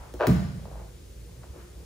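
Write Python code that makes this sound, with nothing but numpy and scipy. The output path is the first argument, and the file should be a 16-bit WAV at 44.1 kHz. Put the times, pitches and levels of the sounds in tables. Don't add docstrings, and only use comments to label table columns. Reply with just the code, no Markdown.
import sys
import numpy as np
from scipy import signal
from scipy.fft import rfft, irfft, next_fast_len
from scipy.io import wavfile
from scipy.ndimage import map_coordinates

SR = 44100
rng = np.random.default_rng(int(sys.argv[2]) if len(sys.argv) > 2 else 0)


def generate_wav(sig):
    pcm = np.round(np.clip(np.atleast_2d(sig).T, -1, 1) * 32767).astype(np.int16)
    wavfile.write(sys.argv[1], SR, pcm)


N = 81585


def amp(db):
    return 10 ** (np.asarray(db) / 20)


def unit(x):
    return x / np.sqrt(np.mean(x ** 2) + 1e-20)


def along(points, hz):
    point_hz, values = np.transpose(points)
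    return np.interp(np.log(hz + 1), np.log(point_hz + 1), values)


def wobble(rate):
    knots = rng.standard_normal(int(N * rate / SR) + 4)
    return map_coordinates(knots, [np.arange(N) * rate / SR])


def filtered(x, response):
    size = next_fast_len(N + SR)
    hz = np.fft.rfftfreq(size, 1 / SR)
    return irfft(rfft(x, size) * response(hz), size)[..., :N]


def resonance(hz, centre_hz, width_hz):
    damping = 1j * hz * width_hz
    return damping / (centre_hz ** 2 - hz ** 2 + damping)


def add(track, start_s, sound):
    part = track[round(start_s * SR):][:len(sound)]
    part += sound[:len(part)]


def blend(pair, alike):
    def shares(hz):
        turn = np.arccos(np.clip(along(alike, hz), -1, 1)) / 2
        return np.array([np.cos(turn), np.sin(turn)])

    mid, side = filtered(pair, shares)
    return np.array([mid + side, mid - side])


# (frequency [Hz], relative level [dB])
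AIR_TONE = [(20, -55), (38, -11), (60, -15.5), (81, -7), (113, -21.5), (177, -17.5), (222, -27.5),
            (357, -24), (485, -24), (700, -39), (1500, -40), (4000, -41), (9400, -41), (10300, -45),
            (11500, -42), (12700, -64.5), (14000, -39), (15700, -58.5)]
# (frequency [Hz], likeness [-1 to 1])
AIR_ALIKE = [(60, 1), (180, 0.93), (550, 0.13), (1500, 0.19), (2200, .5), (6500, 0.31), (10000, 0.75)]
# (time [s], pitch [Hz], level [dB])
LOW_TONE = [(0.0, 57, -34), (0.03, 55.2, -55), (0.184, 61.8, -36), (0.226, 62.85, -64), (0.292, 62.5, -39),
            (0.334, 61.4, -51), (0.38, 60.82, -51), (0.73, 57.6, -42), (0.756, 56.4, -36.5),
            (0.994, 54.13, -50.5), (1.07, 57.1, -47.5), (1.226, 56.2, -41), (1.328, 57.4, -49.5),
            (1.436, 64.6, -45.5), (1.462, 68.8, -57), (1.504, 63.8, -37), (1.56, 67.4, -59),
            (1.586, 65.0, -48), (1.654, 60.05, -48.5), (1.736, 61.2, -48), (1.776, 60.2, -41),
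            (1.85, 63.1, -50.5)]
# (frequency [Hz], half-width [Hz], middle level [dB])
HUM_BANDS = [(113.3, 19.5, -55.5), (354.8, 11.7, -66), (481.7, 15, -69)]
AIR_DB, HUM_WAVER_DB = -48.5, 4


def background():
    air = filtered(rng.standard_normal((2, N)), lambda hz: amp(along(AIR_TONE, hz)))
    out = amp(AIR_DB) * unit(blend(air, AIR_ALIKE))

    times, pitches, levels = np.transpose(LOW_TONE)
    t = np.arange(N) / SR
    turns = np.cumsum(np.interp(t, times, pitches)) / SR
    out = out + np.sqrt(2) * amp(np.interp(t, times, levels)) * np.sin(2 * np.pi * turns)

    for centre_hz, width_hz, db in HUM_BANDS:
        band = filtered(rng.standard_normal(N), lambda hz: np.exp(-((hz - centre_hz) / width_hz) ** 2))
        out = out + amp(db + HUM_WAVER_DB * wobble(3.98)) * unit(band)
    return out


# (time of the peak [s], rise [s], fall [s], level [dB], centre [Hz])
RUBS = [(0.042, 0.09, 0.091, -51.5, 864), (0.147, 0.0019, 0.062, -47, 397), (0.801, 0.18, 0.087, -50, 556),
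        (1.312, 0.099, 0.18, -64, 420), (1.444, 0.027, 0.023, -57.5, 846), (1.564, 0.035, 0.06, -50, 406),
        (1.609, 0.069, 0.095, -58.5, 1260), (1.83, 0.18, 0.054, -59.5, 430)]
# (distance from the centre [octaves], relative level [dB])
CLOTH_TONE = [(-2, -24), (-.7, -6), (0, 0), (.8, -8), (1.6, -18), (3, -40), (5, -70)]
GRAINS_PER_S, GRAIN_DB = 330, -0.5


def rustle():
    out, t = 0, np.arange(N) / SR
    for peak_s, rise_s, fall_s, db, centre_hz in RUBS:
        def cloth(hz):
            octaves = np.log2((hz + 1) / centre_hz)
            return amp(np.interp(octaves, *np.transpose(CLOTH_TONE)))

        grain = amp(GRAIN_DB * wobble(GRAINS_PER_S) + 0.5 * wobble(39.5))
        pair = filtered(grain * rng.standard_normal((2, N)), cloth)
        swell = np.exp(-((t - peak_s) / np.where(t < peak_s, rise_s, fall_s)) ** 2)
        out = out + amp(db) * unit(pair) * swell
    return blend(out, [(200, 1.0), (2000, 0.15)])


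# (time [s], starting level [dB], time to fade by 60 dB [s])
SLAPS = [(0.1387, -40.5, 0.02), (0.2694, -17.5, 0.0073), (0.2728, -23.5, 0.012), (.281, -33, 0.021)]
# (frequency [Hz], relative level [dB])
SLAP_TONE = [(300, -43), (800, -6.5), (2000, -10.5), (3650, -14), (7080, -14.5), (10800, -16.5),
             (15700, -14)]


def slaps():
    out, t = np.zeros(N), np.arange(SR // 10) / SR
    for start_s, db, t60 in SLAPS:
        noise = filtered(rng.standard_normal(N), lambda hz: amp(along(SLAP_TONE, hz)))
        add(out, start_s, amp(db - 60 * t / t60) * unit(noise)[:len(t)])
    return out


# (time [s], relative level [dB], pitch it falls to [Hz], size of the fall [0-1])
KNOCKS_AND_CREAKS = [(.1392, -30, 400, .3), (.1425, -26, 260, .25), (.149, -29, 300, .3),
                     (.157, -31, 300, .3), (.596, -39, 430, .3), (.655, -30, 390, .7),
                     (.6825, -33, 400, .25), (.7145, -33, 410, .4), (.756, -31, 600, .2),
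                     (.797, -37, 660, .1), (.82, -39, 580, .2), (1.294, -46, 620, .3),
                     (1.434, -39, 850, .5), (1.4405, -35, 520, .35), (1.561, -36, 400, .15)]
FADE_CYCLES, KNOCK_AND_CREAK_DB = 2, -1


def knocks_and_creaks():
    out, t = np.zeros(N), np.arange(900) / SR
    for start_s, db, hz, fall in KNOCKS_AND_CREAKS:
        age = t * hz / FADE_CYCLES
        turns = FADE_CYCLES * (age + fall * (1 - np.exp(-3 * age)))
        shape = np.exp(-age - age ** 2) * (1 - np.exp(-8 * age))
        add(out, start_s, amp(db + KNOCK_AND_CREAK_DB) * np.sin(2 * np.pi * turns) * shape)
    return out


# (time [s], relative level [dB])
SLIPS = [(.193, -32), (.1965, -28), (.2005, -16), (.208, -7), (.2162, -7), (.2245, -9), (.2285, -11),
         (.2325, -14), (.2352, -10), (.2395, -11), (.2445, -14), (.251, -19), (.257, -19), (.263, -23)]
# (frequency [Hz], width [Hz], relative level [dB])
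MAT_RINGS = [(370, 122, -5.5), (583, 110, 1), (713, 78, -0.5), (755, 134, -4), (947, 93, -6.5),
             (1137, 217, -10), (1570, 206, -7), (2480, 860, -18.5), (3680, 2700, -26)]
SLIP_DB, SCRAPE_S, SCRAPE = 31.5, .003, .08
SOLE_HZ, SOLE_WIDTH_HZ, SOLE_LEAK = 590, 556, 0.13


def skid():
    jerks, t = np.zeros(N), np.arange(400) / SR
    for start_s, db in SLIPS:
        jerk = SCRAPE * rng.standard_normal(len(t)) * np.exp(-t / SCRAPE_S)
        jerk[0] = 1
        add(jerks, start_s, amp(db + SLIP_DB) * jerk)

    def body(hz):
        mat = 0
        for k, (centre_hz, width_hz, db) in enumerate(MAT_RINGS):
            mat = mat + (-1) ** k * amp(db) * resonance(hz, centre_hz, width_hz)
        sole = SOLE_LEAK + resonance(hz, SOLE_HZ, SOLE_WIDTH_HZ)
        less_bass = 1j * hz / (300 + 1j * hz)
        return mat * less_bass * sole

    return filtered(jerks, body)


# (time [s], relative level [dB], length of the push [s])
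LANDINGS = [(.2705, -19.5, 0.0016), (.278, -14.5, 0.0021), (.294, -19, .003), (.32, -25.5, 0.0052),
            (.352, -23.5, 0.0033)]
# (frequency [Hz], relative level [dB], time to fade by 60 dB [s])
FLOOR_TONES = [(62.6, -7, .4), (85.6, -11, 1), (102.2, -10.5, 1), (114, -32, 0.15), (125.8, -4, 0.28),
               (147, -14.5, 0.97), (170, 6.5, 0.11), (179.5, 0.5, 0.41), (193.1, -9.5, 0.94),
               (211.2, -5, 0.65), (244.5, -6.5, 0.169), (329, 0.5, 0.11), (433, -5.5, 0.31)]
RISE_CYCLES = .6


def landings():
    out, t = np.zeros(N), np.arange(SR) / SR
    for start_s, landing_db, push_s in LANDINGS:
        boom = np.zeros(len(t))
        for k, (hz, db, t60) in enumerate(FLOOR_TONES):
            rise = 1 - np.exp(-t * hz / RISE_CYCLES)
            fade = amp(db + rng.normal(0, 1) - 60 * t / t60)
            boom += (-1) ** k * rise * fade * np.sin(2 * np.pi * hz * t)
        push = np.hanning(max(round(push_s * SR), 3))
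        add(out, start_s, amp(landing_db) * signal.fftconvolve(boom, push / push.sum()))
    return out


# (frequency [Hz], time to fade by 60 dB [s])
GYM_FADE = [(100, 1), (400, 0.53), (1500, 0.77), (5000, 1), (12000, 0.46)]
# (frequency [Hz], level against the direct sound [dB])
GYM_LEVEL = [(100, -6.5), (250, -8.5), (500, -5.5), (2000, 0), (6000, 0.5), (14000, -6)]
# (frequency [Hz], likeness [-1 to 1])
GYM_ALIKE = [(100, .995), (400, 0.35), (1500, 0.1), (6000, 0.32), (10000, 0.28)]


def gym(x):
    hz, t, noise = signal.stft(rng.standard_normal((2, SR)), SR, nperseg=256)
    fade = amp(-60 * t / along(GYM_FADE, hz)[:, None])
    fade = fade / np.sqrt(np.sum(fade ** 2, axis=1, keepdims=True))
    fade = fade * amp(along(GYM_LEVEL, hz))[:, None]
    tail = signal.istft(noise * fade, SR, nperseg=256)[1] / np.sqrt(128)
    delayed = np.pad(x, (300, 0))[None]
    return blend(signal.fftconvolve(delayed, tail, axes=1)[:, :N], GYM_ALIKE)


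def scene():
    near = skid() + knocks_and_creaks() + slaps() + landings()
    return near + gym(near) + rustle() + background()


# (frequency [Hz], left over right [dB])
PORT_LEVEL = [(150, -1), (500, 1), (4000, 2), (7000, 3.5), (8500, 0)]
# (frequency [Hz], left ahead of right [radians])
PORT_PHASE = [(1600, 0.26), (2900, 1.5), (5500, 0.57), (6800, 0), (8500, -3), (10200, -7.5), (12100, -9.5),
              (13800, -11), (15700, -13)]
BASS_CUT_HZ, TOP_HZ = 19.6, 15700


def record(dry):
    def ports(hz):
        left = amp(along(PORT_LEVEL, hz) / 2) * np.exp(.5j * along(PORT_PHASE, hz))
        bass_cut = (1j * hz / (BASS_CUT_HZ + 1j * hz)) ** 2
        return np.array([left, 1 / left]) * bass_cut * (hz < TOP_HZ)

    return filtered(dry, ports)


dry = scene()
out = record(dry)
generate_wav(out)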